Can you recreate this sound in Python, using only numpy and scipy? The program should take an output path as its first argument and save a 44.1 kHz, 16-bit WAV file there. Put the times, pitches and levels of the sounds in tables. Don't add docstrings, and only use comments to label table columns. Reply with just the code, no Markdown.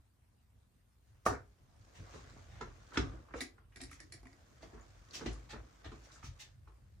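import sys
import numpy as np
from scipy import signal
from scipy.fft import rfft, irfft
from scipy.io import wavfile
from scipy.ndimage import uniform_filter1d

SR = 44100
rng = np.random.default_rng(int(sys.argv[2]) if len(sys.argv) > 2 else 0)


def convert_level_to_amplitude(level_db):
    exponent = np.asarray(level_db, float) / 20
    return 10 ** exponent


def master(y):
    cut = np.clip(np.atleast_2d(y).T, -1, 1)
    pcm = np.round(cut * 32767)
    wavfile.write(sys.argv[1], SR, pcm.astype(np.int16))


N = 308685
LIFE = np.arange(SR // 2) / SR
USUAL_STEP_DB = -55

# t/s, peak level/dB
THROW = [
    (1.2532, -35),
    (1.262, -19.5),
]
# t/s, sole slap level/dB, heel knock over it level/dB, grit over it level/dB
STEPS = [(0.527, -98, 2, -16), (1.149, -67, -19, -19), (1.995, -59.5, 1, -4), (2.07, -84, 1, -12),
         (2.139, -54.5, 4.5, -13.5), (2.37, -79, 10, -12), (2.402, -73, -20, -15), (2.609, -32.5, -14, -1),
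         (2.92, -46, -21, -20), (2.973, -22.5, -9.5, 3.5), (3.284, -52.5, -16, -43.5),
         (3.307, -50.5, -23, -27), (3.339, -36, -15.5, -8), (3.579, -52.5, -19, -11),
         (4.629, -51, -4.5, -7), (4.73, -55, 2.5, -20), (5.209, -40.5, -4.5, -40), (5.259, -42, -6.5, 11),
         (5.359, -68, -19, -15), (5.531, -41, -8, -15), (5.843, -46.5, -14, 4), (5.918, -48, -9.5, 4),
         (6.101, -49, -31, -18), (6.227, -42.5, -37, -6), (6.676, -56, -11, -1.5),
         (6.836, -74, -15.5, -0.5)]
# f/Hz, density level/dB per Hz
SLAP = [(320, -50), (550, -33), (867, -4.5), (1120, -10.5), (1300, -5), (1670, -12.5), (2600, -19),
        (3380, -52), (5720, -120)]


def unit(x):
    return x / np.sqrt(np.mean(x ** 2) + 1e-20)


def along(points, hz):
    f, v = np.transpose(points)
    return np.interp(np.log(hz + 1), np.log(f + 1), v)


def coloured(x, gain):
    n = x.shape[-1]
    return irfft(rfft(x) * gain(np.fft.rfftfreq(n, 1 / SR)), n)


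def grains(count, spiky_db, size):
    clumps = unit(uniform_filter1d(rng.standard_normal(count), size=size))
    return rng.standard_normal(count) * convert_level_to_amplitude(spiky_db * clumps)


def paired(pair):
    # f/Hz, left-right likeness/1
    alike = [(30, 0.81), (90, 0.94), (180, 0.8), (550, 0.043), (1650, 0.039), (5000, 0.12), (15000, 0.043)]
    turn = lambda hz: np.arccos(np.clip(along(alike, hz), -1, 1)) / 2
    mid, side = coloured(pair, lambda hz: np.array([np.cos(turn(hz)), np.sin(turn(hz))]))
    return np.array([mid + side, mid - side])


def rush(spectrum, patchy_db, spiky_db):
    catching = convert_level_to_amplitude(spiky_db * unit(uniform_filter1d(rng.standard_normal(N), size=90)))
    z = signal.stft(rng.standard_normal((2, N)) * catching, nperseg=512)[2]
    patches = uniform_filter1d(rng.standard_normal(z.shape[1:]), size=6, axis=0)
    patches = uniform_filter1d(patches, size=9, axis=1)
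    pair = signal.istft(z * convert_level_to_amplitude(patchy_db * unit(patches)), nperseg=512)[1][:, :N]
    return unit(paired(coloured(pair, lambda hz: convert_level_to_amplitude(along(spectrum, hz)))))


def ring(modes, attack, scatter_db, detune, slow_cycles=0):
    x = np.zeros(len(LIFE))
    for hz, db, t60 in modes:
        decay = convert_level_to_amplitude(db + scatter_db * rng.normal() - 60 * LIFE / t60)
        tone = np.sin(2 * np.pi * hz * (1 + detune * rng.normal()) * LIFE)
        x += decay * tone * (1 - np.exp(-LIFE / (attack + abs(slow_cycles) / hz)))
    return x / np.abs(x).max()


def crack(spectrum, attack, t60):
    noise = unit(coloured(rng.standard_normal(len(LIFE)), lambda hz: convert_level_to_amplitude(along(spectrum, hz))))
    return noise * convert_level_to_amplitude(-60 * LIFE / t60) * (1 - np.exp(-LIFE / attack))


def room_answer(x):
    # f/Hz, t60/s
    room = [(60, 0.066), (300, 0.31), (1000, 0.21), (4000, 0.22), (10000, 0.16)]
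    hz, t, z = signal.stft(rng.standard_normal((2, len(LIFE))), SR, nperseg=256)
    tail = paired(signal.istft(z * convert_level_to_amplitude(-60 * t / along(room, hz)[:, None]), SR, nperseg=256)[1])
    tail = tail[:, :len(LIFE)] * np.clip(LIFE / 0.0025, 0, 1)
    return signal.fftconvolve(x[None], tail / np.linalg.norm(tail[0]), axes=1)[:, :len(LIFE)]


def add(out, s, x, pan_db, wet_db, lead=0):
    walk_off_s, far_wet_db = 4.5, 1.5
    wet = room_answer(x)
    side = np.array([[.5], [-.5]])

    def ports(hz):
        scatter = 2.1 * np.sin(2 * np.pi * (hz / 870 + s)) * hz ** 2 / (hz ** 2 + 1700 ** 2)
        early = 2 * np.pi * hz * lead / SR / (1 + (hz / 3800) ** 4)
        shadow = convert_level_to_amplitude(side * pan_db * hz ** 2 / (hz ** 2 + 350 ** 2))
        return np.exp(1j * side * (early + scatter)) * shadow

    direct = coloured(np.pad(x, (200, 0))[:len(LIFE)], ports)
    out[:, round(s * SR) - 198:][:, :len(LIFE)] += direct
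    out[:, round(s * SR):][:, :len(LIFE)] += convert_level_to_amplitude(wet_db + far_wet_db * (s > walk_off_s)) * wet


def swells(rows, rise_db, fade_db_per_s):
    t = np.arange(0, N, 64) / SR
    power = np.zeros(len(t))
    for s, db, rise in rows:
        climb = (s - t) * rise_db / max(rise, .01)
        power += convert_level_to_amplitude(db - np.where(t < s, climb, (t - s) * fade_db_per_s)) ** 2
    return np.interp(np.arange(N) / SR, t, np.sqrt(power))


def throw():
    # f/Hz, level/dB, t60/s
    board = [(94.5, -19, 0.32), (127.7, -24, 0.042), (270, -2, 0.032), (335, -5, 0.045), (411, -12, 0.2),
             (705, 3.5, 0.036), (750, -11, 0.029), (877, -0.5, 0.032), (1120, 8, 0.015), (1189, 5, 0.032),
             (1302, -13.5, 0.03), (1480, -8.5, 0.067), (1602, -34, 0.016), (1830, -11, 0.07),
             (2084, -10.5, 0.013), (6054, -11.5, 0.02), (7100, -24, 0.048)]
    # f/Hz, density level/dB per Hz
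    fibres = [(1290, -5), (2200, -11.5), (3740, -10), (5960, -7.5), (7620, -15.5), (10100, -10),
              (10900, -20.5), (11400, -53), (13100, -19), (15500, -22)]
    out = np.zeros((2, N + SR))
    (tick_s, tick_db), (blow_s, blow_db) = THROW
    add(out, tick_s, convert_level_to_amplitude(tick_db - 3.0) * crack(fibres, 0.0065, 0.12), -2, 1.5, lead=3.6)
    blow = ring(board, 0.00076, 0, 0, slow_cycles=0.63)
    blow += convert_level_to_amplitude(-13.5) * crack(SLAP, .001, 0.051)
    blow += convert_level_to_amplitude(-25.0) * crack(fibres, 0.0024, 0.097)
    add(out, blow_s + .001, convert_level_to_amplitude(blow_db + 4) * blow, -2, -8, lead=3.5)
    slap_back = ring(board, 0.0031, 1.5, 0.012, slow_cycles=0.64)
    add(out, blow_s + 0.0074, convert_level_to_amplitude(blow_db - 1.0) * slap_back, -2, -5, lead=3.5)
    return out[:, :N]


def clicks():
    # t/s, click level/dB, shaft level/dB, board knock level/dB, loudest barrel mode f/Hz
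    pulled = [(3.387, -53, -19, -3, 5430), (3.4066, -33, -3.5, -7, 3930), (3.4142, -32, -9.5, -11, 5120),
              (3.43, -68, -16, -10, 5100), (3.7215, -70, 6.5, -1.5, 10050),
              (3.7594, -42.5, -7.5, -12, 10000), (3.7694, -48.5, -9, -6.5, 7100),
              (3.8146, -34.5, -15, -18, 5370), (3.836, -38.5, -12, -33, 8820),
              (3.8494, -62.5, -23, -15, 5280), (3.881, -69, -4, -13, 5230), (3.9144, -50.5, 0.5, -6, 5140),
              (3.9295, -48, -1, -34, 5840), (4.002, -42, -8, -13, 6740), (4.1225, -36.5, -12.5, -20, 5190),
              (4.139, -44, -9.5, -7, 5200), (4.178, -71, 2, 8, 4910), (4.2308, -60, -6, 7.5, 7900),
              (4.254, -60, 3, 8, 3630), (4.2701, -57, 0, 1, 7040), (4.33, -61, 2, 1, 4930)]
    # t/s, click level/dB, loudest barrel mode f/Hz
    rattles = [
        (4.81, -54, 7000),
        (5.1095, -56, 4400),
        (5.154, -38, 5730),
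        (5.329, -54, 9900),
        (6.121, -65, 5020),
    ]
    # f/Hz, level/dB, t60/s
    shaft_modes = [(1250, -10, .014), (1700, -6, .014), (1950, 0, .018), (2200, -2, .016)]
    barrel_modes = [(3900, -16, .012), (4960, -5, .016), (5600, -5, .014), (7150, -2, .014),
                    (8300, -8, .01), (10200, -3, .014)]
    # f/Hz, level/dB, t60/s
    cork = [(271, -3.5, 0.086), (337, 4, 0.047), (406.4, -16, 0.11), (720, -4, 0.054), (970, -24, 0.05)]
    # f/Hz, density level/dB per Hz
    tick_colour = [(1410, -23.5), (2400, -31), (2660, -17.5), (3960, -9.5), (5320, -3.5), (6520, -13.5),
                   (10200, -9.5), (11800, -15), (13000, -33), (15500, -44.5)]
    out = np.zeros((2, N + SR))
    held = [(s, db, -14, -13, hz, -23) for s, db, hz in rattles]
    for s, db, shaft_db, knock_db, loud_hz, damp_db in [(*row, 0) for row in pulled] + held:
        modes = [(hz, level_db + damp_db, t60) for hz, level_db, t60 in barrel_modes]
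        modes.append((loud_hz, 2, .012))
        click = convert_level_to_amplitude(2.0 + damp_db) * crack(tick_colour, .0022, .011)
        click += convert_level_to_amplitude(-8) * ring(modes, .002, 2, .02)
        click += convert_level_to_amplitude(shaft_db + 0.5) * ring(shaft_modes, .001, 2.5, .035)
        click += convert_level_to_amplitude(knock_db - 3.5) * ring(cork, 0.0035, 4.4, 0.025)
        add(out, s, convert_level_to_amplitude(db) * click, -2.5, 0.3, lead=2.4)
    return out[:, :N]


def steps():
    # f/Hz, level/dB, t60/s
    joists = [(50.7, 5, 0.62), (82, -5.5, .35), (129, -5, .3)]
    planks = [(152.3, -6.5, 0.12), (224, -4, 0.029), (233, -4, 0.093), (332.3, -5.5, 0.13),
              (383, -2, 0.062), (432, 2, 0.047)]
    # f/Hz, density level/dB per Hz
    grit = [(1410, -48), (2400, -1.5), (3740, -4), (4080, 0), (4380, -4.5), (6830, -8), (12000, -40),
            (13200, -62), (15500, -70)]
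    out = np.zeros((2, N + SR))
    for s, db, knock_db, grit_db in STEPS:
        boom_db = -52.5 + 0.44 * (db + knock_db - USUAL_STEP_DB) - db
        foot = convert_level_to_amplitude(boom_db) * ring(joists, .012, 2.3, 0.033)
        foot += convert_level_to_amplitude(knock_db + 1.5) * ring(planks, 0.0055, 0.94, 0.023)
        foot += convert_level_to_amplitude(-6.0) * crack(SLAP, 0.0018, 0.045)
        foot += convert_level_to_amplitude(grit_db - 6.5) * crack(grit, 0.0045, 0.0294)
        pan_db = -5.5 - .01 * (db - USUAL_STEP_DB)
        add(out, s, convert_level_to_amplitude(db) * foot, pan_db, .4, lead=2)
    return out[:, :N]


def bumps():
    # t/s, peak level/dB, f/Hz
    contacts = [(2.0, -50, 95), (2.071, -57, 674), (2.405, -68, 606), (2.975, -28, 271), (2.98, -39, 50.7),
                (2.99, -43, 127), (3.14, -47, 324), (3.342, -41, 560), (3.357, -38.5, 485),
                (3.829, -62, 286), (4.258, -55, 1050), (4.63, -49.5, 653), (5.26, -36.5, 334),
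                (5.27, -36.5, 53), (5.545, -50, 1300), (5.57, -49, 53.8), (5.855, -53, 309)]
    # pitch ratio/1, level/dB, cycles to die by 60 dB/1
    pad = [
        (0.997, 4.5, 29),
        (1.08, -14, 19),
        (0.77, -6.5, 5),
    ]
    out = np.zeros((2, N + SR))
    for s, db, hz in contacts:
        modes = [(hz * ratio, level_db, cycles / hz) for ratio, level_db, cycles in pad]
        add(out, s, convert_level_to_amplitude(db) * ring(modes, 0.18 / hz, 5.5, 0.012), -3, -4)
    return out[:, :N]


def taps():
    # t/s, peak level/dB, f/Hz, cycles to die by 60 dB/1
    small_contacts = [(1.256, -43, 720, 13.5), (1.264, -32, 250, 3.5), (1.282, -31, 750, 30), (1.318, -38, 278, 13),
                      (1.282, -41, 72, 20.5), (2.070, -61.5, 750, 16), (2.958, -40, 1500, 29),
                      (2.973, -29.5, 3370, 25), (2.9734, -25.5, 1395, 21), (2.976, -28, 275, 10.5),
                      (2.994, -30, 88.5, 1.5), (3.285, -62, 1250, 18), (3.308, -53, 1240, 13),
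                      (3.338, -40.5, 1840, 26), (3.342, -38, 315, 10), (3.352, -45, 69, 9), (3.385, -49, 1240, 23),
                      (3.407, -31, 4000, 17), (3.4128, -39, 4600, 16), (3.422, -42, 275, 11.5),
                      (3.808, -53, 5340, 30), (3.818, -48.5, 276, 31), (3.838, -51.5, 286, 18.5),
                      (3.896, -54, 2000, 17), (3.914, -49.5, 1260, 40), (3.996, -53, 1960, 22), (4.04, -58, 311, 22),
                      (4.121, -57, 2230, 20), (4.232, -58, 822, 12), (4.811, -61, 7100, 30), (5.136, -51, 6160, 21),
                      (5.1545, -32.5, 5270, 17), (5.21, -51, 455, 24), (5.228, -45, 248, 2), (5.261, -34, 335, 9),
                      (5.272, -41, 256, 13), (5.506, -48, 1490, 17), (5.532, -45.5, 385, 3.5), (5.58, -47, 55.7, 5),
                      (5.846, -60, 704, 11), (5.862, -47.5, 295, 4.5), (6.229, -50, 1160, 1),
                      (1.2645, -24, 500, 3.5), (1.2725, -33, 1220, 13.5), (1.33, -41, 473, 18),
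                (1.999, -44.5, 104, 7.5), (2.14, -53, 416, 17), (2.365, -52, 266, 7.5),
                (2.366, -55.5, 720, 17), (2.408, -58, 960, 7), (2.615, -45, 399, 24),
                (2.972, -26.5, 2080, 19), (3.001, -41, 149, 10), (4.1245, -44, 7200, 20),
                (4.33, -56, 4900, 27), (5.11, -44, 4500, 14), (5.225, -46, 145.6, 11), (5.29, -51, 135, 6),
                (5.917, -50, 335, 27), (6.238, -52.5, 254, 10.5), (6.239, -50, 96.7, 5),
                (6.674, -55.5, 1120, 18),
                      (1.2692, -32, 1230, 14), (1.283, -34.5, 1280, 13.5), (1.3, -38.5, 1170, 17),
               (1.308, -39, 1440, 32), (1.31, -38, 955, 19), (1.988, -49, 99, 10), (2.0695, -58, 755, 10),
               (2.611, -42, 1400, 22), (2.944, -46, 1730, 29.5), (2.969, -41, 1820, 20.5),
               (3.339, -43, 1470, 7), (3.385, -55, 2286, 14), (3.4053, -48, 1900, 8),
               (3.4125, -34.5, 1950, 18), (3.47, -56, 4090, 54), (3.7605, -50.5, 3830, 31),
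               (3.769, -47, 1590, 11), (3.8155, -49, 9900, 34), (3.835, -49.5, 8000, 26),
               (3.881, -60, 1910, 7), (3.913, -50, 10100, 30), (3.942, -51, 7100, 30),
               (4.0029, -47.5, 6100, 21), (4.005, -51, 7200, 28), (4.012, -61, 2040, 11),
               (4.134, -52, 5700, 32), (4.139, -60.5, 2220, 21), (4.179, -58, 1790, 14),
               (4.2555, -58, 2164, 19), (4.269, -52, 1900, 18), (4.27, -61, 6950, 24),
               (5.212, -49, 1260, 16), (5.26, -42.5, 1940, 25), (5.261, -46, 3220, 24),
               (5.276, -51, 3150, 24), (5.335, -49.5, 7000, 38), (5.362, -52, 1200, 13),
               (5.508, -48, 4160, 34), (5.542, -48, 1370, 24), (5.562, -45, 597, 4.5),
               (5.846, -52.5, 1800, 12), (5.847, -50.5, 3940, 24), (6.117, -54.5, 4960, 37),
               (6.12, -53, 3900, 28), (6.229, -54, 2290, 12), (6.412, -53, 4300, 30.5)]
    # f/Hz, density level/dB per Hz
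    thrum = [(150, -31.5), (330, -3.5), (950, 0), (1450, -2.5), (1700, -16.5), (2600, -24.5), (4000, -59)]
    out = np.zeros((2, N + SR))
    for s, db, hz, cycles in small_contacts:
        modes = [(hz, 0, cycles / hz), (hz * 1.25, -7, cycles / hz)]
        add(out, s, convert_level_to_amplitude(db) * ring(modes, 1.23 / hz, 1, 0.013), -1.5, -5, lead=3.6)
    add(out, THROW[1][0] + .006, convert_level_to_amplitude(-37) * crack(thrum, .02, 0.23), -1.5, -3)
    return out[:, :N]


def scuffs():
    strokes = [(1.058, 0.058, -85, 10, 2980), (1.934, 0.069, -64.5, 3, 1484), (2.099, 0.12, -66, 2.5, 5900),
               (2.444, 0.33, -70, -0.5, 1910), (2.929, 0.051, -57.5, 3.5, 4000),
               (3.343, 0.074, -59.5, 2, 6600), (3.4, 0.026, -51, 11.5, 4500),
               (3.799, 0.021, -56.5, 1, 4930), (3.894, 0.08, -65, 7, 7000), (4.127, 0.042, -81, 11, 5500),
               (4.617, 0.033, -62.5, 3, 3800), (5.124, 0.072, -53, 6, 5450),
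               (5.255, 0.02, -47.5, -1.5, 2830), (5.485, 0.055, -57, 2.5, 4200),
               (5.84, 0.039, -57, -3, 3870), (6.027, 0.056, -70, 5.5, 5500), (6.112, 0.065, -75, 6, 5700),
               (6.128, 0.096, -73, -5.5, 1480), (6.223, 0.069, -61.5, 5, 5600),
               (6.384, 0.06, -56, 5.5, 3560)]
    # f/Hz, density level/dB per Hz
    drag = [(410, -33), (700, -1), (1540, -12), (1760, -4), (5430, -16), (5940, -13), (10500, -33.5),
            (11500, -55.5), (12900, -35), (15500, -47)]
    out = np.zeros((2, N + SR))
    for s, length, db, bright_db, rasp_hz in strokes:
        stroke = np.sin(np.pi * np.clip(LIFE / length, 0, 1) ** .75) ** 2

        def colour(hz):
            tilt_db = bright_db * np.log2((hz + 1) / 4000)
            rasp_db = 3.0 * np.exp(-(np.log2((hz + 1) / rasp_hz) / 0.33) ** 2)
            return convert_level_to_amplitude(along(drag, hz) + tilt_db + rasp_db)

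        friction = coloured(grains(len(LIFE), 2.5, 50), colour)
        add(out, s, convert_level_to_amplitude(db) * stroke * unit(friction), 0, 4)
    return out[:, :N]


def rubs():
    strokes = [(1.682, .12, -79.5, 740), (3.723, 0.03, -73.5, 2100), (4.009, 0.045, -70, 5000),
               (4.681, 0.22, -73.5, 800), (5.139, .05, -56, 3900), (5.29, 0.077, -66, 5500),
               (5.545, 0.057, -64, 1570), (6.111, 0.083, -66, 5800), (6.14, 0.058, -68, 1350),
               (3.159, 0.056, -73, 1030), (1.265, 0.1, -58.5, 5900), (1.3, 0.088, -53, 1400),
               (5.133, .03, -57, 3500), (4.76, 0.074, -69.5, 1300)]
    out = np.zeros((2, N + SR))
    for s, length, db, rub_hz in strokes:
        stroke = np.sin(np.pi * np.clip(LIFE / length, 0, 1) ** .6)
        resonance = lambda hz: np.exp(-(np.log2((hz + 1) / rub_hz) / .55) ** 2)
        squeak = coloured(grains(len(LIFE), 4, 120), resonance)
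        add(out, s, convert_level_to_amplitude(db) * stroke * unit(squeak), -1, 0)
    return out[:, :N]


def body():
    # t/s, cloth swish level/dB
    motion = [(0.9, -100), (1.1, -83.5), (1.65, -81), (2.14, -63.5), (2.75, -71.5), (3.04, -64),
              (3.24, -75.5), (3.4, -77), (3.6, -108), (3.8, -68.5), (4.11, -76.5), (4.6, -71.5),
              (5.08, -70.5), (5.18, -58), (5.5, -73), (6.05, -68.5), (6.47, -74), (6.6, -84)]
    # f/Hz, density level/dB per Hz
    cloth = [(880, -17.5), (1500, -0.5), (2970, -8), (6690, -6.5), (10500, -25), (11200, -39),
             (11600, -44.5), (13400, -28), (15500, -32)]
    shuffle = [(88, -39.5), (150, -7.5), (310, -3), (372, -6), (599, -5.5), (937, -11.5), (1110, -7),
               (3500, -27.5), (4550, -49.5), (7700, -120)]
    cloth_s, levels_db = np.transpose(motion)
    cloth_db = np.interp(np.arange(N) / SR, cloth_s, levels_db)
    swish = rush(cloth, patchy_db=1.3, spiky_db=2.2)
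    rise_s = 0.005
    slides = [(s + rise_s, -62 + 0.7 * (db + knock_db - USUAL_STEP_DB), rise_s)
              for s, db, knock_db, _ in STEPS]
    feet = np.hypot(convert_level_to_amplitude(cloth_db + 1.5), swells(slides, rise_db=3.1, fade_db_per_s=86))
    return convert_level_to_amplitude(cloth_db) * swish + feet * rush(shuffle, patchy_db=-2.0, spiky_db=2.5)


def house():
    # peak t/s, peak level/dB, rise/s
    loads = [(.3, -66, 0.34), (.55, -58.5, .06), (1.82, -55.5, 0.29), (2.72, -52, 0.26), (3.17, -57, 0.12),
             (5.6, -67, 0.059), (1.11, -55.5, 0.086), (1.29, -38, 0.032), (1.65, -56, 0.11),
             (2.01, -51.5, 0.088), (2.16, -53, 0.043), (2.4, -49.5, 0.53), (2.55, -45, 0.1),
             (2.83, -57, 0.24), (3.0, -30, 0.034), (3.31, -66, .1), (3.49, -61, 0.2), (3.65, -58, 0.097),
             (3.84, -48.5, 0.13), (4.0, -54.5, 0.1), (4.25, -52.5, 0.7), (4.74, -56, 0.99),
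             (5.01, -54.5, 0.6), (5.3, -42.5, 0.2), (5.57, -46.5, 0.22), (5.87, -44.5, 0.059),
             (6.28, -44, 0.14), (6.65, -52.5, 0.41), (7.0, -53, 0.91)]
    # f/Hz, density level/dB per Hz
    rumble_colour = [(22, -33.5), (38, 2.5), (97, -1), (135, -5), (167, -26), (190, -14), (250, -47.5),
                     (420, -120)]
    hiss_colour = [(90, -36.5), (150, -5), (210, 1), (350, -6.5), (900, -12), (3000, -20), (7300, -24),
                   (9400, -20.5), (11000, -26.5), (12500, -22.5), (14400, -23), (14700, -59)]
    steady_db, hiss_db = -65.5, -77
    rumble = np.hypot(convert_level_to_amplitude(steady_db), swells(loads, rise_db=19, fade_db_per_s=105))
    rumble = convert_level_to_amplitude(-4.5) * rumble * rush(rumble_colour, patchy_db=0.0, spiky_db=2.5)
    return rumble + convert_level_to_amplitude(hiss_db) * rush(hiss_colour, patchy_db=-2.5, spiky_db=-1.0)


def scene():
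    contacts = throw() + clicks() + steps() + bumps() + taps()
    return contacts + scuffs() + rubs() + body() + house()


def roll_off(x):
    return signal.sosfilt(signal.butter(12, 16110, fs=SR, output="sos"), x)


def record(dry):
    gap_hz = (11150, 12350)

    def camera(hz):
        low_cut = hz ** 8 / (hz ** 8 + 41 ** 8)
        gap = np.where((hz > gap_hz[0]) & (hz < gap_hz[1]), convert_level_to_amplitude(-20.5), 1)
        return low_cut * gap * (hz < 15800)

    return roll_off(coloured(dry, camera))


dry = scene()
out = record(dry)
master(out)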